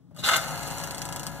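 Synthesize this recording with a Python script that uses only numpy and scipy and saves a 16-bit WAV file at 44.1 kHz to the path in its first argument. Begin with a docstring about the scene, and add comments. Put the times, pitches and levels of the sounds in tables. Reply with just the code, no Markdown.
"""A soft switch thump, a scrape, then a loud rattle: a rotary vane vacuum pump gulps its first air.
It settles on its bench in a quiet room. The vanes drone and throb, oil churns in the ringing casing,
and the exhaust fizzes while its valve ticks about once a turn (two vane strokes).
Layers are built as a direct and a diffuse channel, then spread to left and right."""
import sys
import numpy as np
from scipy import signal
from scipy.fft import rfft, irfft, next_fast_len
from scipy.io import wavfile
from scipy.ndimage import map_coordinates

SR = 44100
rng = np.random.default_rng(int(sys.argv[2]) if len(sys.argv) > 2 else 0)


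def output_pcm(signal):
    """Save a mono or channel-first signal as 16-bit PCM at the path in sys.argv[1].

    Samples are clipped to [-1, 1] before scaling.
    """
    pcm = np.clip(np.atleast_2d(signal).T, -1, 1) * 32767
    wavfile.write(sys.argv[1], SR, np.round(pcm).astype(np.int16))


N = 61739

# Swell of the start-up clatter: time_s, mid_db, upper_mid_db, treble_db
RATTLE_SWELL = [(.10, -99, -110, -110), (.143, -78, -83, -93), (.17, -53.5, -61, -63),
                (.195, -64, -50, -45), (.23, -47.5, -49.5, -52.5), (.243, -36.5, -30, -35),
                (.27, -28, -26, -27.5), (.3, -25.5, -35, -32), (.345, -26.5, -28, -35.5),
                (.372, -27.5, -35, -31), (.395, -33, -42.5, -40), (.45, -41.5, -50, -46),
                (.6, -52, -85, -94)]
# Broad, hard clatter colour: freq_hz, level_db
RATTLE_EQ = [(250.0, -15.5), (420.0, -32), (600.0, 2.5), (1000.0, -6.5), (1400.0, -13), (1800.0, -2.5),
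             (2200.0, -5), (2800.0, -3), (3600.0, -4), (4400.0, -1.5), (5400.0, -14), (7200.0, -10),
             (9000.0, -19.5), (11000.0, -16), (14000.0, -20), (15500.0, -29)]
# Hard knocks within the clatter: start_s, level_db
KNOCK_HITS = [(.287, -18.5), (.2935, -21), (.3145, -23), (.3345, -22), (.340, -22.5), (.357, -26)]
# Clanky knock colour: freq_hz, level_db
KNOCK_EQ = [(300, -22.5), (600, -12.5), (900, -6), (1400, 7.5), (1750, -7.5), (2100, 5), (2450, -2.5),
            (2850, 2.5), (3200, -3), (3800, -6), (4800, -18), (7200, -3.5), (9000, -21), (14000, -23),
            (15500, -36)]
def rattle(ring_db=.5, body_db=-3.5, low_hz=2400, high_hz=4800):
    """The first gulp of air: dense clatter and a few hard knocks ring the casing."""
    mid, upper_mid, treble = amp(curves(RATTLE_SWELL))
    impacts = grains(12000, spread_db=0.5)
    clatter = amp(body_db) * coloured(impacts, RATTLE_EQ)
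    clatter += amp(ring_db) * casing(impacts, settled=False)
    below = lambda hz, edge_hz: 1 / (1 + (hz / edge_hz) ** 10)
    bands = mid * unit(filtered(clatter, lambda hz: below(hz, low_hz)))
    bands += upper_mid * unit(filtered(clatter, lambda hz: below(hz, high_hz) - below(hz, low_hz)))
    bands += treble * unit(filtered(clatter, lambda hz: 1 - below(hz, high_hz)))
    knocks = noise() * bursts(KNOCK_HITS, decay_s=0.005, attack_s=0.0018)
    return bands + amp(6) * coloured(knocks, KNOCK_EQ) + amp(2.5) * casing(knocks, settled=False)


# Double clack that ends the start-up: start_s, level_db
CLACK_HITS = [(.3635, -19), (.369, -26)]
# Bright clack colour: freq_hz, level_db
CLACK_EQ = [(2000, -11), (4800, -17), (6000, 2), (8500, 2), (9500, -3), (11000, -5), (12300, -1),
            (13800, -1), (15500, -16)]
def clacks():
    """The pump breaks free with two bright clacks."""
    return coloured(noise() * bursts(CLACK_HITS, decay_s=0.0056, attack_s=0.00087), CLACK_EQ)


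# Rasps leading into the rattle: start_s, level_db
SCRAPE_HITS = [(.187, -37.5), (.197, -35.5), (.212, -54), (.2355, -22), (.244, -23.5)]
# Narrow, bright rasp colour: freq_hz, level_db
SCRAPE_EQ = [(2000, -18), (3300, -31), (3700, -3.5), (3850, 1), (4150, -11), (6000, -46)]
def scrapes():
    """The motor scrapes as it takes hold, ringing one part of the casing."""
    return coloured(noise() * bursts(SCRAPE_HITS, decay_s=0.0061, attack_s=0.0012), SCRAPE_EQ)


# Ticks of the switch, then the exhaust valve: start_s, level_db
TICK_HITS = [(.147, -55.5), (.164, -42.5), (.174, -47), (0.4143, -31), (0.478, -31), (0.508, -36),
             (0.577, -33), (0.6086, -38), (0.6318, -33.5), (0.6748, -27.5), (0.71, -29.5), (.746, -43),
             (0.7826, -28.5), (0.8007, -30.5), (0.8378, -23), (.873, -31), (0.9088, -25), (0.9462, -27.5),
             (0.9807, -27), (1.0179, -23.5), (1.0535, -25), (1.0889, -29), (1.1249, -26.5), (1.161, -24.5),
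             (1.1957, -27), (1.232, -27.5), (1.2673, -24)]
# Crisp tick colour: freq_hz, level_db
TICK_EQ = [(1500, 3.5), (2300, -3), (2850, 3), (3900, 0.5), (4800, 4.5), (5900, -1.5), (6600, 9.5),
           (7300, 5.5), (8500, 7.5), (9600, 0.5), (11200, 0.5), (12300, -2.5), (13500, 2.5), (15500, -13)]
def ticks(snap_db=9, wall_db=-9.5, reseat_db=-14, ring_db=-7, wall_s=.003, reseat_s=.0255):
    """Each tick is a sharp snap, the wall's answer and a soft reseating; all ring the valve."""
    later = lambda delay_s: [(s + delay_s, db) for s, db in TICK_HITS]
    direct_only = np.array([[1], [0]])
    snap = amp(snap_db) * bursts(TICK_HITS, decay_s=.0009, attack_s=.0005) * direct_only
    wall = amp(wall_db) * bursts(later(wall_s), decay_s=.008, attack_s=.0005)
    reseat = amp(reseat_db) * bursts(later(reseat_s), decay_s=.0023, attack_s=.00097)
    clicks = noise() * (snap + wall + reseat)
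    return coloured(clicks, TICK_EQ) + amp(ring_db) * valve(clicks)


# Spin-up of the pump: time_s, stroke_rate_hz
SPIN_UP = [(0.15, 5), (.3, 36), (.4, 46), (.45, 50.5), (.5, 53), (.6, 54.4), (.72, 55.15), (1.0, 55.4),
           (1.4, 55.5)]
# Partials of the vane strokes: harmonic_number, relative_db
VANE_PARTIALS = [(1, 2), (2, 2), (3, 0), (5, -3), (6, -9), (8, -6), (9, -11), (10, 1), (11, -8), (12, -.5),
                 (13, -1), (14, 0), (15, .5), (16, -.5), (17, 0), (18, -9), (21, -10), (23, -3), (24, -5),
                 (25, -1), (29, -8), (30, 2), (31, -7)]
# Swell of the low hum and the whirr above it: time_s, hum_db, whirr_db
DRONE_SWELL = [(.15, -70, -80), (.3, -55, -58), (.45, -50, -50), (.52, -47, -42.5), (.6, -45, -42),
               (.75, -46, -42.5), (1.0, -46, -42.5), (1.25, -46, -43), (1.4, -46, -45)]
WAVER_DEPTH = .2  # share of a tone's amplitude
def drone(hum_partials=5, jitter_strokes=.002, panel_hz=700, panel_width_hz=9, panel_db=11):
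    """Vane strokes make a hum and a whirr; partials swell as they meet a panel's resonance."""
    phase = 2 * np.pi * (strokes() + jitter_strokes * wobble(25.9))
    stroke_hz, = curves(SPIN_UP)
    hum, whirr = amp(curves(DRONE_SWELL))
    partials = []
    for harmonic, db in VANE_PARTIALS:
        panel = amp(panel_db / (1 + ((harmonic * stroke_hz - panel_hz) / panel_width_hz) ** 2))
        waver = 1 + WAVER_DEPTH * wobble(15.63)
        partials.append(amp(db) * panel * waver * np.cos(harmonic * phase + 2 * np.pi * rng.random()))
    return hum * unit(sum(partials[:hum_partials])) + whirr * unit(sum(partials[hum_partials:]))


# Weight of the throb: time_s, level_db
THROB_SWELL = [(.38, -39), (.41, -35.5), (.46, -42), (.5, -36), (.68, -35.5), (.73, -44), (.81, -44),
               (.85, -37.5), (1.02, -40), (1.11, -36), (1.27, -37), (1.4, -38.5)]
def throb(start_s=.3748, cycle_s=.0887, lag_s=.036, pitch_hz=143, half_length_s=.0095):
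    """Soft low beats of the pump, a limping pair in each slow cycle."""
    first_beats = np.arange(start_s, N / SR, cycle_s)
    age = clock() - np.concatenate([first_beats, first_beats + lag_s])[:, None]
    beats = np.exp(-(age / half_length_s) ** 2 / 2) * np.cos(2 * np.pi * pitch_hz * age)
    return amp(curves(THROB_SWELL)[0]) * beats.sum(0)


# Churn easing off as the pump settles: time_s, level_db
CHURN_SWELL = [(.4, -37.5), (.44, -35), (.6, -37), (.9, -40.5), (1.25, -45), (1.4, -48)]
# Hollow churn colour: freq_hz, level_db
CHURN_EQ = [(150, -22.5), (270, -5), (400, -18), (560, -9), (720, -1), (880, -3), (1100, -5.5), (1380, 4),
            (1650, -11.5), (1850, -9.5), (2100, -2.5), (2600, -45.5), (4000, -56.5)]
def churn(pulse_db=4, body_db=-4, ring_db=-6):
    """Oil and air slap about, surging twice a stroke, and ring the casing."""
    surge = amp(pulse_db * np.cos(4 * np.pi * strokes()))
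    slaps = unit(grains(4000, spread_db=0.5) * surge) * amp(curves(CHURN_SWELL)[0]) * running()
    return amp(body_db) * coloured(slaps, CHURN_EQ) + amp(ring_db) * casing(slaps, settled=True)


# Fade of the exhaust hiss: time_s, level_db
HISS_FADE = [(0.4, -43.5), (0.744, -43.5), (1.108, -55), (1.27, -52), (1.4, -54.5)]
# Fizzy hiss colour: freq_hz, level_db
HISS_EQ = [(2000.0, -8), (2400.0, 3.5), (2900.0, 4.5), (3500.0, -6), (4400.0, 9.5), (5200.0, -12),
           (5900.0, -4), (6500.0, 2), (7300.0, 5), (8500.0, -17), (9600.0, -0.5), (11000.0, -2),
           (13500.0, -3), (14700.0, -5), (15500.0, -52)]
def exhaust(trim_db=2, turn_db=1.0, stroke_db=1.0, ring_db=-8):
    """Fizzing exhaust air swells with each turn, puffs with each stroke and rings the valve."""
    phase = 2 * np.pi * strokes()
    puff = amp(turn_db * np.cos(phase / 2) + stroke_db * np.cos(phase))
    air = unit(grains(5700, spread_db=5.0) * puff) * amp(curves(HISS_FADE)[0] + trim_db) * running()
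    return coloured(air, HISS_EQ) + amp(ring_db) * valve(air)


# Ring of the casing: pitch_hz, width_hz, rattled_db, settled_db
CASING_MODES = [(570, 20, -6, -5), (698, 22, -6, -4), (845, 50, -14, -11), (1268, 18, -2, -7),
                (1320, 18, -1, -12), (1362, 18, 5, 2), (1418, 18, 4, -4), (1455, 18, 1, -11),
                (1525, 18, 3, -11), (1667, 22, -14, -4), (2062, 18, -4, -14), (2117, 18, -3, -8),
                (2838, 18, 4, -7), (3507, 15, 1, -14), (3548, 15, 3, -14), (3770, 60, -8, -22),
                (4288, 25, -10, -17), (5720, 40, -13, -17), (6495, 28, -8, -13), (7244, 45, -8, -11),
                (7630, 50, -12, -22), (8460, 60, -13, -10)]
def casing(drive, settled):
    """The casing rings when struck; its narrower resonances last longer."""
    t = clock()[:SR // 4]
    ring = 0
    for hz, width_hz, rattled_db, settled_db in CASING_MODES:
        gain = amp(settled_db if settled else rattled_db) * width_hz
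        ring += gain * np.exp(-np.pi * width_hz * t) * np.cos(2 * np.pi * hz * t)
    return excite(ring, drive)


# Ring of the exhaust valve: pitch_hz, level_db, t60_s
VALVE_MODES = [(2880, 0, .04), (3420, -2, .02), (5870, 3, .04), (6490, -6, .04), (7246, -3, .04),
               (8490, 1, .03), (8700, 0, .03)]
def valve(drive):
    """The exhaust valve answers with a brief, high ring."""
    t = clock()[:SR // 8]
    ring = sum(amp(db - 60 * t / t60) * np.sin(2 * np.pi * hz * t) for hz, db, t60 in VALVE_MODES)
    return excite(ring, drive)


# Pings of the motor housing: start_s, pitch_hz, level_db
JOLT_PINGS = [(.164, 1222, -45.5), (.178, 602, -42.5)]
def jolts():
    """The motor housing pings softly as it jerks into motion."""
    return sum(bursts([(s, db)], decay_s=.019, attack_s=.002) * np.sin(2 * np.pi * hz * (clock() - s))
               for s, hz, db in JOLT_PINGS)


# Whines off the harmonic series, at full speed: pitch_hz, level_db
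WHINE_TONES = [(572, -54), (991, -50)]
def whine(start_s=.52, rise_s=.25):
    """Two thin motor tones follow the speed and fade in as it levels off."""
    motor_time = strokes() / SPIN_UP[-1][1]
    tone = lambda hz: unit((1 + WAVER_DEPTH * wobble(9.5)) * np.sin(2 * np.pi * hz * motor_time))
    return fade_in(start_s, rise_s) * sum(amp(db) * tone(hz) for hz, db in WHINE_TONES)


# Thumps of the switch and the motor taking hold: start_s, level_db
THUMP_HITS = [(.107, -42.5), (.117, -60), (.146, -41.5), (.188, -32)]
# Dull thump colour: freq_hz, level_db
THUMP_EQ = [(40, -20), (110, 4), (160, 7.5), (300, -12.5), (480, -15.5), (620, -2.5), (750, -15),
            (1200, -21), (2500, -37), (9000, -45)]
# Low rumble colour: freq_hz, level_db
RUMBLE_EQ = [(35, -55), (60, -10), (95, 0.5), (120, -5.5), (150, 3.5), (175, 3.5), (195, -5), (250, -1.5),
             (380, -9.5), (600, -28.5)]
def bench(rumble_db=-43):
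    """The bench takes the thumps of starting, then rumbles under the motor."""
    rumble = amp(rumble_db) * fade_in(start_s=0.14, rise_s=0.11) * coloured(noise(), RUMBLE_EQ)
    thumps = noise() * bursts(THUMP_HITS, decay_s=0.016, attack_s=0.0039)
    return rumble + coloured(thumps, THUMP_EQ)


# Dark room tone: freq_hz, level_db
AIR_EQ = [(25, -28), (50, -11), (90, -8), (130, -2.5), (160, 9), (200, -11.5), (250, -2.5), (380, -19),
          (600, -25), (1400, -35.5), (2200, -43), (5000, -44), (15000, -52.5)]
def room_air(level_db=-52.5):
    """The room's own steady murmur of air."""
    return amp(level_db) * unit(coloured(noise(), AIR_EQ))


# Decay of the room: freq_hz, t60_s
ROOM_DECAY = [(200, 0.27), (2000, 0.065), (12000, 0.027)]
def room_tail(x):
    """Short diffuse reflections whose treble dies first."""
    hz, t, spectrum = signal.stft(rng.standard_normal((2, SR // 2)), SR, nperseg=256)
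    decay = amp(-60 * t / along(ROOM_DECAY, hz)[:, None])
    tail = signal.istft(spectrum * decay, SR, nperseg=256)[1]
    return signal.fftconvolve(x, tail / np.linalg.norm(tail[0]), axes=1)[:, :N]


# Likeness of left and right: freq_hz, coherence
STEREO_LIKENESS = [(60, 0.85), (170, 0.99), (320, 0.76), (550, 0.81), (1400, 0.96), (2000, 0.078),
                   (2350, 0.74), (2900, 0.35), (3550, 0.89), (4000, 0.063), (4500, 1), (5400, 0.16),
                   (7200, 0.29), (10000, 0.18), (14000, 0.52)]
# Lean of the image: freq_hz, left_minus_right_db
STEREO_BALANCE = [(50, 10), (100, 9), (190, 7), (380, 2.5), (1100, 1), (1700, 6), (2050, -1.5),
                  (3500, -0.5), (4600, 0.5), (6000, 5.5), (7400, 8.5), (9000, 7), (11000, 1.5), (14000, -2)]
# Phase between the sides: freq_hz, left_lead_rad
STEREO_PHASE = [(60, -2.2), (110, -1.55), (400, -1.35), (600, -.1), (1400, 0), (1850, .2), (2300, 3.2),
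                (2700, 3.4), (3050, 6.3), (3900, 6.4), (4200, 9.3), (5300, 9.6), (5800, 12.9), (7000, 16),
                (8300, 19.2), (9600, 15.7), (10600, 12.6), (12000, 9.5), (13300, 6.3), (14300, 3.3)]
def spread(pair):
    """Direct sound becomes the mid, diffuse sound the side; each band leans left or right."""
    def width(hz):
        angle = np.arccos(np.clip(along(STEREO_LIKENESS, hz), 0, .99)) / 2
        return np.array([np.cos(angle), np.sin(angle)])

    def pan(hz):
        lean = amp(np.outer([.5, -.5], along(STEREO_BALANCE, hz)))
        shift = np.exp(1j * np.outer([.5, -.5], along(STEREO_PHASE, hz)))
        return shift * lean / np.sqrt((lean ** 2).mean(0))

    mid, side = filtered(pair, width)
    return filtered(np.array([mid + side, mid - side]), pan)


def strokes():
    """Count of vane strokes so far."""
    return np.cumsum(curves(SPIN_UP)[0]) / SR


def running():
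    """Fade-in as the pump gets going."""
    return fade_in(start_s=0.28, rise_s=0.045)


def fade_in(start_s, rise_s):
    """Straight ramp from 0 to 1."""
    return np.clip((clock() - start_s) / rise_s, 0, 1)


def bursts(hits, decay_s, attack_s):
    """Envelope of blows that rise quickly and die away, summed in power."""
    hits = np.array(hits)
    age = np.maximum(clock() - hits[:, :1], 0)
    each = amp(hits[:, 1:]) * np.exp(-age / decay_s) * (1 - np.exp(-age / attack_s))
    return np.sqrt((each ** 2).sum(0))


def grains(per_second, spread_db):
    """Tiny random impacts of uneven size, rms 1."""
    impacts = noise() * (rng.random(N) < per_second / SR)
    sizes = amp(spread_db * np.clip(rng.standard_normal(N), -2, 2))
    return unit(impacts * sizes)


def noise():
    """Two unrelated white noises."""
    return rng.standard_normal((2, N))


def wobble(rate_hz):
    """A smooth random curve with rate_hz knots a second."""
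    return map_coordinates(rng.standard_normal(int(N * rate_hz / SR) + 4), [clock() * rate_hz])


def coloured(x, eq, size=4096):
    """Shape x with an EQ curve scaled to unit energy."""
    gain = amp(along(eq, np.fft.rfftfreq(size, 1 / SR)))
    cepstrum = irfft(np.log(gain + 1e-6))
    # Minimum phase: nothing rings ahead of a hit.
    cepstrum[1:size // 2] *= 2
    cepstrum[size // 2 + 1:] = 0
    return excite(irfft(np.exp(rfft(cepstrum))), x)


def excite(ring, drive):
    """Play drive through an impulse response scaled to unit energy."""
    return signal.fftconvolve(drive, ring[None] / np.linalg.norm(ring), axes=1)[:, :N]


def filtered(x, response):
    """Multiply the spectrum of x by response(hz)."""
    size = next_fast_len(N + SR // 2)
    return irfft(rfft(x, size) * response(np.fft.rfftfreq(size, 1 / SR)), size)[..., :N]


def along(points, hz):
    """Read (freq_hz, value) points on a log axis."""
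    freqs, values = np.transpose(points)
    return np.interp(np.log(hz + 1), np.log(freqs + 1), values)


def curves(rows):
    """One value per sample for each column after the time."""
    times, *columns = np.transpose(rows)
    return [np.interp(clock(), times, column) for column in columns]


def clock():
    """Time of each sample in seconds."""
    return np.arange(N) / SR


def amp(db):
    """Decibels to gain."""
    return 10 ** (np.asarray(db) / 20)


def unit(x):
    """Scale to rms 1."""
    return x / np.sqrt(np.mean(x ** 2) + 1e-20)


def scene(reverb_db=-12.5):
    """The pump's noises with their room tail, its dry tones, the bench and the room's air."""
    noises = scrapes() + rattle() + clacks() + churn() + exhaust() + ticks()
    air = room_air()
    direct_tones = np.array([jolts() + drone() + whine() + throb(), np.zeros(N)])
    return spread(noises + amp(reverb_db) * room_tail(noises) + direct_tones + bench() + air)


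def record(dry, low_cut_hz=36, top_hz=15600):
    """The microphone drops the deepest bass and keeps nothing above its band limit."""
    return filtered(dry, lambda hz: (hz < top_hz) * (1 - 1 / (1 + (hz / low_cut_hz) ** 6)))


dry = scene()
out = record(dry)
output_pcm(out)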